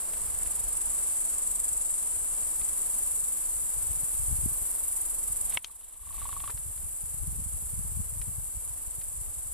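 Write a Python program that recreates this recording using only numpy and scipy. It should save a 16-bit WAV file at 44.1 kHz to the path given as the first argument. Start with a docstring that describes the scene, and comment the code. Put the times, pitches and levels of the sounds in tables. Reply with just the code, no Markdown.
"""Open field at dusk: bush-crickets saw in a fast throb over a quiet rush, gusts buffet a hand-held camera.
Rush: coloured noise. Gusts: separate eddies at the two ports. Crickets: tooth clicks and hiss, gated by
drifting strokes, in bands by singer size. Housing ticks, a button snap and a stepping lens motor: struck
modes plus creaking bursts; a gritty rustle and grind goes with them. The gain control ducks after the
first overload and comes part of the way back."""
import sys
import numpy as np
from scipy import signal
from scipy.fft import rfft, irfft, next_fast_len
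from scipy.io import wavfile
from scipy.ndimage import uniform_filter1d, map_coordinates

SR = 44100
rng = np.random.default_rng(int(sys.argv[2]) if len(sys.argv) > 2 else 0)


def generate_wav(sig):
    """Save sig (samples, or channels by samples) to the path in sys.argv[1] as 16-bit PCM at SR."""
    pcm = np.round(np.clip(np.atleast_2d(sig).T, -1, 1) * 32767).astype(np.int16)
    wavfile.write(sys.argv[1], SR, pcm)


N = 420273
SIZE = next_fast_len(N)


def undb(db):
    """dB to amplitude gain."""
    return 10 ** (np.asarray(db) / 20)


def curves(table):
    """Columns of a table against time, one value per sample."""
    s, *columns = np.transpose(table)
    return [np.interp(np.arange(N) / SR, s, column) for column in columns]


def on_log(points):
    """(Hz, value) points read at every FFT bin, linear in log frequency."""
    hz, value = np.transpose(points)
    bin_hz = np.arange(SIZE // 2 + 1) * SR / SIZE
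    return np.interp(np.log(bin_hz + 1), np.log(hz + 1), value)


def shape(spectrum, points):
    """Spectrum back to sound through a (Hz, dB) colour; rms 1."""
    y = irfft(spectrum * undb(on_log(points)), SIZE)[..., :N]
    return y / np.sqrt(np.mean(y ** 2))


def walk(rate_hz):
    """Random levels held 1 / rate_hz and smoothed twice; standard deviation about 0.74."""
    k = int(SR / rate_hz)
    held = np.repeat(rng.standard_normal(N // k + 1), k)
    return uniform_filter1d(uniform_filter1d(held, k), k)[:N]


def add(out, start_s, sound, db, pan_db):
    """Mix a short sound into both channels; pan_db is left minus right."""
    i = int(start_s * SR)
    gains = undb(db + np.array([[pan_db], [-pan_db]]) / 2)
    out[:, i:i + len(sound)] += (gains * sound)[:, :N - i]


def ring(modes, rise_ms=0.16):
    """Struck (Hz, dB, t60 s) modes: decaying sines with a soft onset, 80 ms."""
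    t = np.arange(int(.08 * SR)) / SR
    out = 0
    for hz, db, t60_s in modes:
        decay = np.exp(-np.log(1000) * t / t60_s)
        out = out + undb(db) * np.sin(2 * np.pi * hz * t) * decay
    return out * (1 - np.exp(-t * 1000 / rise_ms))


def decaying_grit(length, ms):
    """White noise falling to 1/e in ms."""
    return rng.standard_normal(length) * np.exp(-np.arange(length) * 1000 / (ms * SR))


def scrape(sound, ms):
    """Rough contact: the blow is spread over a gritty burst; the peak stays."""
    rough = np.convolve(sound, decaying_grit(900, ms))
    return rough * np.abs(sound).max() / np.abs(rough).max()


def crack(band_hz, ms):
    """Dense burst of plastic creak: band-passed decaying noise; peak 1."""
    band = signal.butter(2, band_hz, "band", fs=SR, output="sos")
    burst = signal.sosfilt(band, decaying_grit(2000, ms))
    return burst / np.abs(burst).max()


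# Rush spectrum. Each row: frequency in Hz, relative density in dB per Hz.
AIR_SPECTRUM_DB = [(90, -12), (150, -8), (300, -10), (480, -8.5), (540, -9.5), (630, -8.5), (830, -9.5),
                   (1120, -8.5), (1350, -13.5), (1700, -16.5), (2500, -18.5), (4000, -19.5), (5200, -16.5),
                   (6000, -17.5), (9000, -55), (14000, -52)]
# Likeness of the two channels. Each row: frequency in Hz, correlation 0-1.
AIR_CORRELATION = [(150, 0.3), (300, 0.4), (700, 0.75), (1500, 0.74), (3000, 0.87), (6000, 0.2)]
# Slowly sinking rush. Each row: time in seconds, level in dB.
AIR_LEVEL_DB = [(0, -50.5), (2.0, -53.5), (5.0, -54), (9.53, -54)]


def air():
    """Rush of the field plus the camera's hiss: noise, partly shared by the channels."""
    alike = np.clip(on_log(AIR_CORRELATION), 0, 1)
    mid, side = rfft(rng.standard_normal((2, N)), SIZE)
    common = np.sqrt(1 + alike) * mid
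    opposed = np.sqrt(1 - alike) * side * np.array([[1], [-1]])
    pair = shape(common + opposed, AIR_SPECTRUM_DB)
    return pair * undb(curves(AIR_LEVEL_DB)[0] + .7 * walk(7))


def puff(hz, tip):
    """Eddy passing a port: suction with a rise on either side and a share of sharper tip; peak -1."""
    u = np.arange(-SR / hz, SR / hz) * np.pi * hz / SR
    broad = (2 * u ** 2 - 1) * np.exp(-u ** 2)
    sharp = (18 * u ** 2 - 1) * np.exp(-9 * u ** 2)
    return (1 - tip) * broad + tip * sharp


# Gusts. Each row: time in seconds, left port rms in dB, right port rms in dB, both before flicker.
GUSTS_DB = [(0, -54, -48.5), (.33, -42, -46), (.6, -47.5, -45), (.9, -48, -47), (2.0, -50, -50),
            (2.55, -44.5, -49), (3.3, -53, -50), (3.92, -43, -46), (4.1, -47.5, -51.5),
            (4.24, -38.5, -42.5), (4.41, -37.5, -40), (4.53, -47, -47), (4.75, -50, -49), (5.1, -48, -51.5),
            (5.25, -48, -46), (5.36, -44, -42), (5.5, -45, -44), (5.58, -47.5, -49), (5.9, -43.5, -45),
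            (6.25, -39, -38.5), (6.65, -43, -46), (7.05, -42, -43), (7.32, -31.5, -34.5), (8.0, -35.5, -38),
            (8.3, -36, -41), (8.7, -41.5, -46), (9.0, -40.5, -43), (9.53, -39.5, -42.5)]
FLICKER_DB, FLICKER_HZ = 3.5, 11.  # dB per unit of walk


def gusts(eddies_per_s=160, calm_hz=34.3, rise=0.3, spread=0.301, scatter_db=4.0):
    """Unrelated eddies at each port; stronger wind makes them shorter and higher."""
    out = np.zeros((2, N + SR))
    for port, gust_db in zip(out, curves(GUSTS_DB)):
        level_db = gust_db + FLICKER_DB * walk(FLICKER_HZ)
        starts = rng.integers(0, N, int(eddies_per_s * N / SR))
        for i, (pitch, size, sign) in zip(starts, rng.standard_normal((9999, 3))):
            hz = calm_hz * undb(rise * (level_db[i] + 49.5)) * np.exp(spread * pitch)
            eddy = puff(max(hz, 12.), tip=0.12)
            # the offset favours suction
            port[i:i + len(eddy)] += eddy * undb(scatter_db * size) * np.sign(sign + 0.36)
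        # even out the running level, then impose the gusts
        running_rms = np.sqrt(uniform_filter1d(port[:N] ** 2, SR // 6) + 1e-3)
        port[:N] *= undb(level_db) / running_rms
    return out[:, :N]


# Single hard puffs. Each row: centre in seconds, port (0 left, 1 right), peak in dB, pitch in Hz,
# sign (1 push, -1 suction).
PUFFS = [(4.284, 0, -33, 69, -1), (4.303, 1, -38, 53, 1), (4.355, 1, -28.5, 85, -1),
         (4.461, 0, -21, 190, -1), (4.439, 0, -25, 95, -1), (3.911, 0, -31, 70, 1), (3.921, 0, -35, 50, -1),
         (3.977, 0, -35, 90, -1), (4.035, 0, -31.5, 109, 1), (4.2, 0, -28, 74.5, -1),
         (4.15, 1, -35, 60, -1), (2.62, 0, -38, 90, -1), (4.236, 1, -37, 54, -1), (4.479, 1, -26, 61, -1),
         (4.621, 0, -28, 34.5, 1), (5.304, 1, -29, 43, 1), (5.415, 1, -34, 55, -1), (6.286, 1, -30, 44, -1),
         (6.332, 1, -29, 43, 1), (6.487, 1, -35, 80, -1), (6.547, 1, -33, 64, -1), (6.547, 0, -31, 70, -1),
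         (6.552, 0, -29.5, 89, 1), (6.664, 0, -25, 70, 1), (6.686, 0, -29, 60, -1), (6.701, 0, -30, 65, 1),
         (6.708, 1, -32, 57, -1), (6.859, 0, -25.5, 55, -1), (7.038, 0, -28, 95, -1),
         (7.145, 0, -23.5, 78, 1), (7.28, 0, -19.5, 96, -1), (7.288, 1, -24, 61.6, 1),
         (7.331, 0, -25, 87, 1), (7.347, 1, -34, 61, -1), (7.386, 0, -26, 122, -1), (7.423, 1, -35, 68, 1),
         (7.424, 0, -30, 110, 1), (7.463, 1, -25, 101.6, -1), (7.564, 0, -25, 68, -1),
         (7.59, 1, -36, 70, -1), (7.778, 1, -23, 52, -1), (7.956, 1, -26, 66, -1),
         (7.973, 0, -18.5, 87, -1), (8.172, 0, -22, 66, 1), (8.283, 0, -23.5, 56, -1),
         (8.403, 1, -26, 53, -1), (8.554, 0, -29, 78, -1), (8.573, 1, -24, 55, -1), (8.878, 0, -28, 53, -1),
         (9.216, 0, -28.5, 73, -1), (7.738, 0, -23, 110, -1), (7.794, 0, -20, 114, 1),
         (7.996, 0, -18, 110, 1), (8.003, 0, -16, 100, -1), (8.231, 1, -35, 70, -1),
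         (8.015, 1, -21, 63, -1), (8.209, 0, -22, 35, -1), (8.386, 0, -20, 78.5, -1),
         (8.986, 0, -27.5, 92, -1), (9.462, 0, -28, 61, -1)]
PUFF_TIP_HZ = 23.2


def hard_puffs():
    """Strong eddies hit one port each; slow ones have more of the sharp tip."""
    out = np.zeros((2, N + SR))
    for centre_s, port, db, hz, push in PUFFS:
        eddy = puff(hz, tip=min(PUFF_TIP_HZ / hz, .6) ** 2)
        i = int(centre_s * SR) - len(eddy) // 2
        out[int(port > .5), i:i + len(eddy)] -= np.sign(push) * undb(db) * eddy
    return out[:, :N]


FADE_DB = 31


def swell(start_s, end_s, db, fade_in_s, fade_out_s):
    """Gain that fades in, holds and fades out to silence."""
    edges_s = [start_s - fade_in_s, start_s, end_s, end_s + fade_out_s]
    floor_db = db - FADE_DB
    gain = undb(np.interp(np.arange(N) / SR, edges_s, [floor_db, db, db, floor_db]))
    return gain - undb(floor_db)


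# Finger rustle before the snap, then gear grind. Each row: hold start in seconds, hold end in seconds,
# nominal level in dB, fade in in seconds, fade out in seconds.
GRIND = [(5.505, 5.666, -52, 0.097, 0.057), (5.634, 6.505, -51.5, 0.021, 0.075)]
# Grind spectrum. Each row: frequency in Hz, relative density in dB per Hz.
GRIND_SPECTRUM_DB = [(500, -12.5), (1000, -3), (1500, -10.5), (2500, -8), (3800, -5.5), (5000, -17)]


def rustle_and_grind():
    """Fingers rustle and gears grind: coloured noise with fast random level changes."""
    gritty = rng.standard_normal(N) * undb(5 * walk(300))
    grind = shape(rfft(gritty, SIZE), GRIND_SPECTRUM_DB)
    return grind * sum(swell(*row) for row in GRIND) * undb([[.7], [-.7]])


# Housing modes. Each row: multiple of the tick's pitch, level in dB, multiple of the tick's t60.
SHELL_MODES = [(0.46, -10, 1.3), (0.57, -12, .9), (1, -1, 1), (1.22, 0, 0.55), (1.36, -1, 0.45),
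               (2.2, -12, .3)]
# Housing ticks. Each row: start in seconds, level in dB, ring in Hz, t60 in seconds,
# crack level relative to the tick level in dB, crack top in Hz, left minus right in dB.
TICKS = [(0.135, -40.5, 2830, 0.011, -4, 3300, 2), (0.1418, -45, 1800, 0.0055, -4, 2800, -5),
         (0.168, -46, 1000, 0.0088, -13, 2000, 8), (0.398, -49, 1650, 0.02, -2, 2200, -2.5),
         (0.421, -40.5, 1750, 0.0073, -7, 2800, 3), (0.46, -37.5, 1800, 0.005, -7, 4500, -3),
         (2.6148, -44, 2740, 0.012, 2, 4500, 0), (5.5234, -42, 2740, 0.014, 2, 4000, 3),
         (5.5731, -17.5, 2225, 0.016, -17, 2700, 5), (5.591, -41, 2310, 0.015, 0, 3500, 8),
         (6.4963, -37.5, 980, 0.055, -8, 2210, 11), (6.5, -39, 1780, 0.022, 3, 4200, 5),
         (6.5035, -41, 3500, 0.017, 1, 3900, 7), (6.5748, -42, 4400, 0.012, 3, 4800, 0),
         (6.776, -44, 2600, .008, 0, 4000, 0), (8.2153, -39, 2000, 0.011, 3, 5000, 4),
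         (9.014, -45, 3160, 0.009, 8, 6500, 5)]
CRACK_LOW_HZ, CRACK_MS = 1300, 6.5


def housing_ticks():
    """The shell rings from a rough blow while the plastic cracks."""
    out = np.zeros((2, N))
    for start_s, db, hz, t60_s, crack_db, top_hz, pan_db in TICKS:
        shell = ring([(multiple * hz, mode_db, share * t60_s) for multiple, mode_db, share in SHELL_MODES])
        add(out, start_s, scrape(shell, ms=0.17), db, pan_db)
        add(out, start_s, crack((CRACK_LOW_HZ, top_hz), CRACK_MS), db + crack_db, pan_db)
    return out


# Button modes. Each row: frequency in Hz, level in dB, t60 in seconds.
SNAP_MODES = [(1050, -16, .008), (1750, -11, .004), (2760, -8, .008), (3150, -1, .012), (3760, -7, .007),
              (4320, -7, .008), (5200, -9, .003), (5950, -8, .005), (6300, -6, .005), (6820, -5, .005),
              (7890, -5, .004), (8870, -5, .003), (10300, -4, .002), (12500, -12, .0015)]
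STIFF_MS = .42


def contact():
    """The button's ring; its stiff mount passes no thump, so the moving mean is removed."""
    click = ring(SNAP_MODES, rise_ms=.03)
    return click - uniform_filter1d(click, int(STIFF_MS * SR / 1000), mode="constant")


# Button contacts. Each row: start in seconds, level in dB.
SNAP = [(5.6402, -36), (5.644, -25), (5.6447, -27), (5.6456, -12.5), (5.648, -27), (5.6508, -29)]
SNAP_PAN_DB = 5
CHATTER_DB, CHATTER_MS, CHATTER_HZ = -16, 6.5, (2700, 7500)


def button_snap():
    """The button bounces through several contacts; a chatter starts with the second, just before the hardest."""
    out = np.zeros((2, N))
    for start_s, db in SNAP:
        add(out, start_s, contact(), db, SNAP_PAN_DB)
    add(out, SNAP[1][0], crack(CHATTER_HZ, CHATTER_MS), CHATTER_DB, SNAP_PAN_DB)
    return out


# Motor body modes, before detuning. Each row: frequency in Hz, level in dB, t60 in seconds.
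MOTOR_RING = [(1118, 7.5, 0.036), (1065, 0, 0.025), (997, 7, 0.025), (1220, -15, 0.015)]
# Motor rattle modes. Each row: frequency in Hz, level in dB, t60 in seconds.
MOTOR_RATTLE = [(2020, -6, 0.007), (2720, -1, 0.0064), (3380, -2, 0.007)]
# Starting jolt, quiet run, louder labour, one slip. Each row: step number, ring level in dB,
# rattle level in dB, both before scatter.
MOTOR_LOAD = [(0, -41, -53), (1, -64, -57), (7, -49, -54), (11, -39.5, -52), (13, -43, -45),
              (14, -37.5, -48), (15, -35.5, -45), (17, -34.5, -38), (17.9, -36, -48), (18.8, -43, -33.5),
              (19.8, -36.5, -37), (21, -34.5, -36)]
MOTOR_START_S, MOTOR_STEP_S, MOTOR_STEPS = 5.6965, .03712, 22
RING_SCATTER_DB, RATTLE_SCATTER_DB = 1.2, 1.5
MOTOR_DETUNE, MOTOR_CRACK_DB, MOTOR_PAN_DB = .008, -3, 1.4


def lens_motor():
    """Each evenly timed step strikes the detuned body modes, a rattle and a creak."""
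    out = np.zeros((2, N))
    at, *load = np.transpose(MOTOR_LOAD)
    steps = np.transpose([np.interp(np.arange(MOTOR_STEPS), at, db) for db in load])
    scatter_db = np.array([RING_SCATTER_DB, RATTLE_SCATTER_DB])
    steps = steps + scatter_db * rng.standard_normal((MOTOR_STEPS, 2))
    for step, (ring_db, rattle_db) in enumerate(steps):
        start_s = MOTOR_START_S + step * MOTOR_STEP_S
        detune = 1 + MOTOR_DETUNE * rng.standard_normal(len(MOTOR_RING))
        body = [(hz * k, db, t60_s) for (hz, db, t60_s), k in zip(MOTOR_RING, detune)]
        add(out, start_s, scrape(ring(body, rise_ms=2.3), ms=1.3), ring_db, MOTOR_PAN_DB)
        add(out, start_s, scrape(ring(MOTOR_RATTLE), ms=1.7), rattle_db, MOTOR_PAN_DB)
        add(out, start_s, crack((1500, 4200), ms=7.2), rattle_db + MOTOR_CRACK_DB, MOTOR_PAN_DB)
    return out


# Loudest singers, each at a steady pace. Each row: strokes per second, strokes ahead at the start,
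# weight in the throb from the side 0-1, weight in the throb from all round 0-1.
SINGERS = [(23.095, .042, .45, .07), (23.83, -.302, .28, .07), (22.853, .39, .26, .16),
           (22.7, .09, .11, .09), (21.99, -.15, .07, .12), (23.886, -.284, .13, .02),
           (23.531, -.34, .11, 0), (22.62, -.41, 0, .27), (23.25, -.15, .03, .11)]


def chorus_beat(weights):
    """Singers drift in and out of step: their common beat in strokes, and how far they agree."""
    t = np.arange(N) / SR
    together = 0
    for (strokes_hz, ahead, *_), weight in zip(SINGERS, weights):
        together = together + weight * np.exp(2j * np.pi * (strokes_hz * t + ahead))
    return np.angle(together) / (2 * np.pi), np.abs(together)


# Singers by size, large to small. Each row: wing resonance in Hz, hold on the beat 0-1, strokes behind.
SIZES = [(7550, 0.93, 0), (8600, 1, 0.005), (10100, .92, 0.015), (12200, .8, 0.034)]


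def throbs(weights, depth, sharp=2.8, loose=0.02):
    """Power over the strokes for each size of singer; they keep the beat loosely."""
    beat, unison = chorus_beat(weights)
    out = []
    for _, hold, behind in SIZES:
        phase = 2 * np.pi * (beat - behind - loose * walk(5.9))
        stroke = np.exp(sharp * np.cos(phase)) / np.i0(sharp)  # mean 1
        share = np.clip(hold * depth * unison * undb(1.7 * walk(14)), 0, 1)
        out.append(1 - share + share * stroke)
    return out


def saw(throb, teeth_per_s, far):
    """Spectrum of file teeth clicking, densest in mid-stroke; far singers blur into a hiss."""
    struck = rng.random(N) < throb * teeth_per_s / SR
    teeth = struck * rng.standard_normal(N) * np.sqrt(SR / teeth_per_s)
    hiss = np.sqrt(throb) * rng.standard_normal(N)
    return rfft(np.sqrt(1 - far) * teeth + np.sqrt(far) * hiss, SIZE)


# Chorus spectrum. Each row: frequency in Hz, relative density in dB per Hz.
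WING_SPECTRUM_DB = [(3290, -28.5), (5600, -29), (6630, -15), (7370, 0), (8320, 5), (10100, 3.5),
                    (12300, -7), (13600, -11), (14300, -12)]
# Chorus brightness as the camera turns. Each row: time in seconds, tilt about 9 kHz in dB per octave.
TILT = [(0, -1), (.8, -3), (1.8, -1.5), (2.8, 0.5), (3.6, 1.5), (4.5, 1.5), (5.4, -2), (6.5, 0.1), (8, 1.5),
        (9.53, 0.8)]
WING_OCTAVES, DRIFT_DB = .16, 1.23  # band width; dB per unit of walk


def wings(size_throbs, teeth_per_s, far):
    """Each size of singer rings its own band and swells on its own; rms 1."""
    octaves = on_log([(1, 0), (2 ** 15, 15)])
    bands = [np.exp(-.5 * ((octaves - np.log2(hz)) / WING_OCTAVES) ** 2) for hz, *_ in SIZES]
    bands = np.array(bands) + 1e-9
    bands = np.sqrt(bands / bands.sum(axis=0))  # powers add to 1
    tilt_db = curves(TILT)[0]
    song = 0
    for band, throb, (hz, *_) in zip(bands, size_throbs, SIZES):
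        swell_db = tilt_db * np.log2(hz / 9000) + DRIFT_DB * walk(1.6)
        power = throb * undb(2 * swell_db)
        song = song + band * saw(power, teeth_per_s, far)
    return shape(song, WING_SPECTRUM_DB)


# Whole chorus as the camera turns. Each row: time in seconds, level in dB, left minus right in dB.
CHORUS = [(0, -32, 0.5), (.8, -29, 0.5), (1.6, -28.5, 0.7), (2.2, -30, 0.9), (3.1, -29, 1.5),
          (3.45, -30.5, 1.0), (4.3, -29, 1.0), (4.9, -30, 1), (5.6, -30, -0.5), (6.0, -30, 0),
          (6.7, -30.5, 0), (7.6, -30, 1), (8.5, -30, 0.5), (9.0, -30.5, 0), (9.53, -30.5, 0.5)]
# Lag between the ports as the camera turns. Each row: time in seconds, right port late in microseconds.
PORT_LAG_US = [(0, 52), (1.5, 47), (3.5, 57.2), (5.5, 64), (9.5, 60)]


def crickets(direct=0.56):
    """Singers in step throb together: direct sound late at the right port, the rest from all round."""
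    level_db, pan_db = curves(CHORUS)
    side_weights, round_weights = np.transpose(SINGERS)[2:]
    near = wings(throbs(side_weights, depth=.8), teeth_per_s=700., far=0.41)
    read_at = np.arange(N) - curves(PORT_LAG_US)[0] * SR / 10 ** 6
    late = map_coordinates(near, [read_at], order=5, mode="nearest")
    all_round = throbs(round_weights, depth=0.69)
    around = [wings(all_round, teeth_per_s=2500., far=0.72) * undb(0.67 * walk(14)) for _ in range(2)]
    song = np.sqrt(direct) * np.array([near, late]) + np.sqrt(1 - direct) * np.array(around)
    return song * undb(level_db + np.array([pan_db, -pan_db]) / 2)


def scene():
    """Field, wind, camera and crickets together."""
    wind = gusts() + hard_puffs()
    camera = rustle_and_grind() + housing_ticks() + button_snap() + lens_motor()
    return air() + wind + camera + crickets()


# Gain control. Each row: seconds since the first overload, gain in dB.
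DUCK = [(0, 0), (.004, -4), (.012, -15), (.415, -15), (.595, -5)]
OVERLOAD, TOP_HZ = .26, 14150  # amplitude in the detector's band; top cut


def record(dry):
    """Gain drops after the first overload, holds and comes part of the way back; the top is cut."""
    # the detector listens to the middle band only
    heard = signal.sosfilt(signal.butter(2, (500, 6000), "band", fs=SR, output="sos"), dry)
    over = np.flatnonzero(np.abs(heard).max(axis=0) > OVERLOAD)
    since_s = (np.arange(N) - (over[0] if len(over) else N)) / SR
    gain = undb(np.interp(since_s, *np.transpose(DUCK)))
    return signal.sosfilt(signal.ellip(11, .2, 70, TOP_HZ, fs=SR, output="sos"), dry * gain)


dry = scene()
out = record(dry)
generate_wav(out)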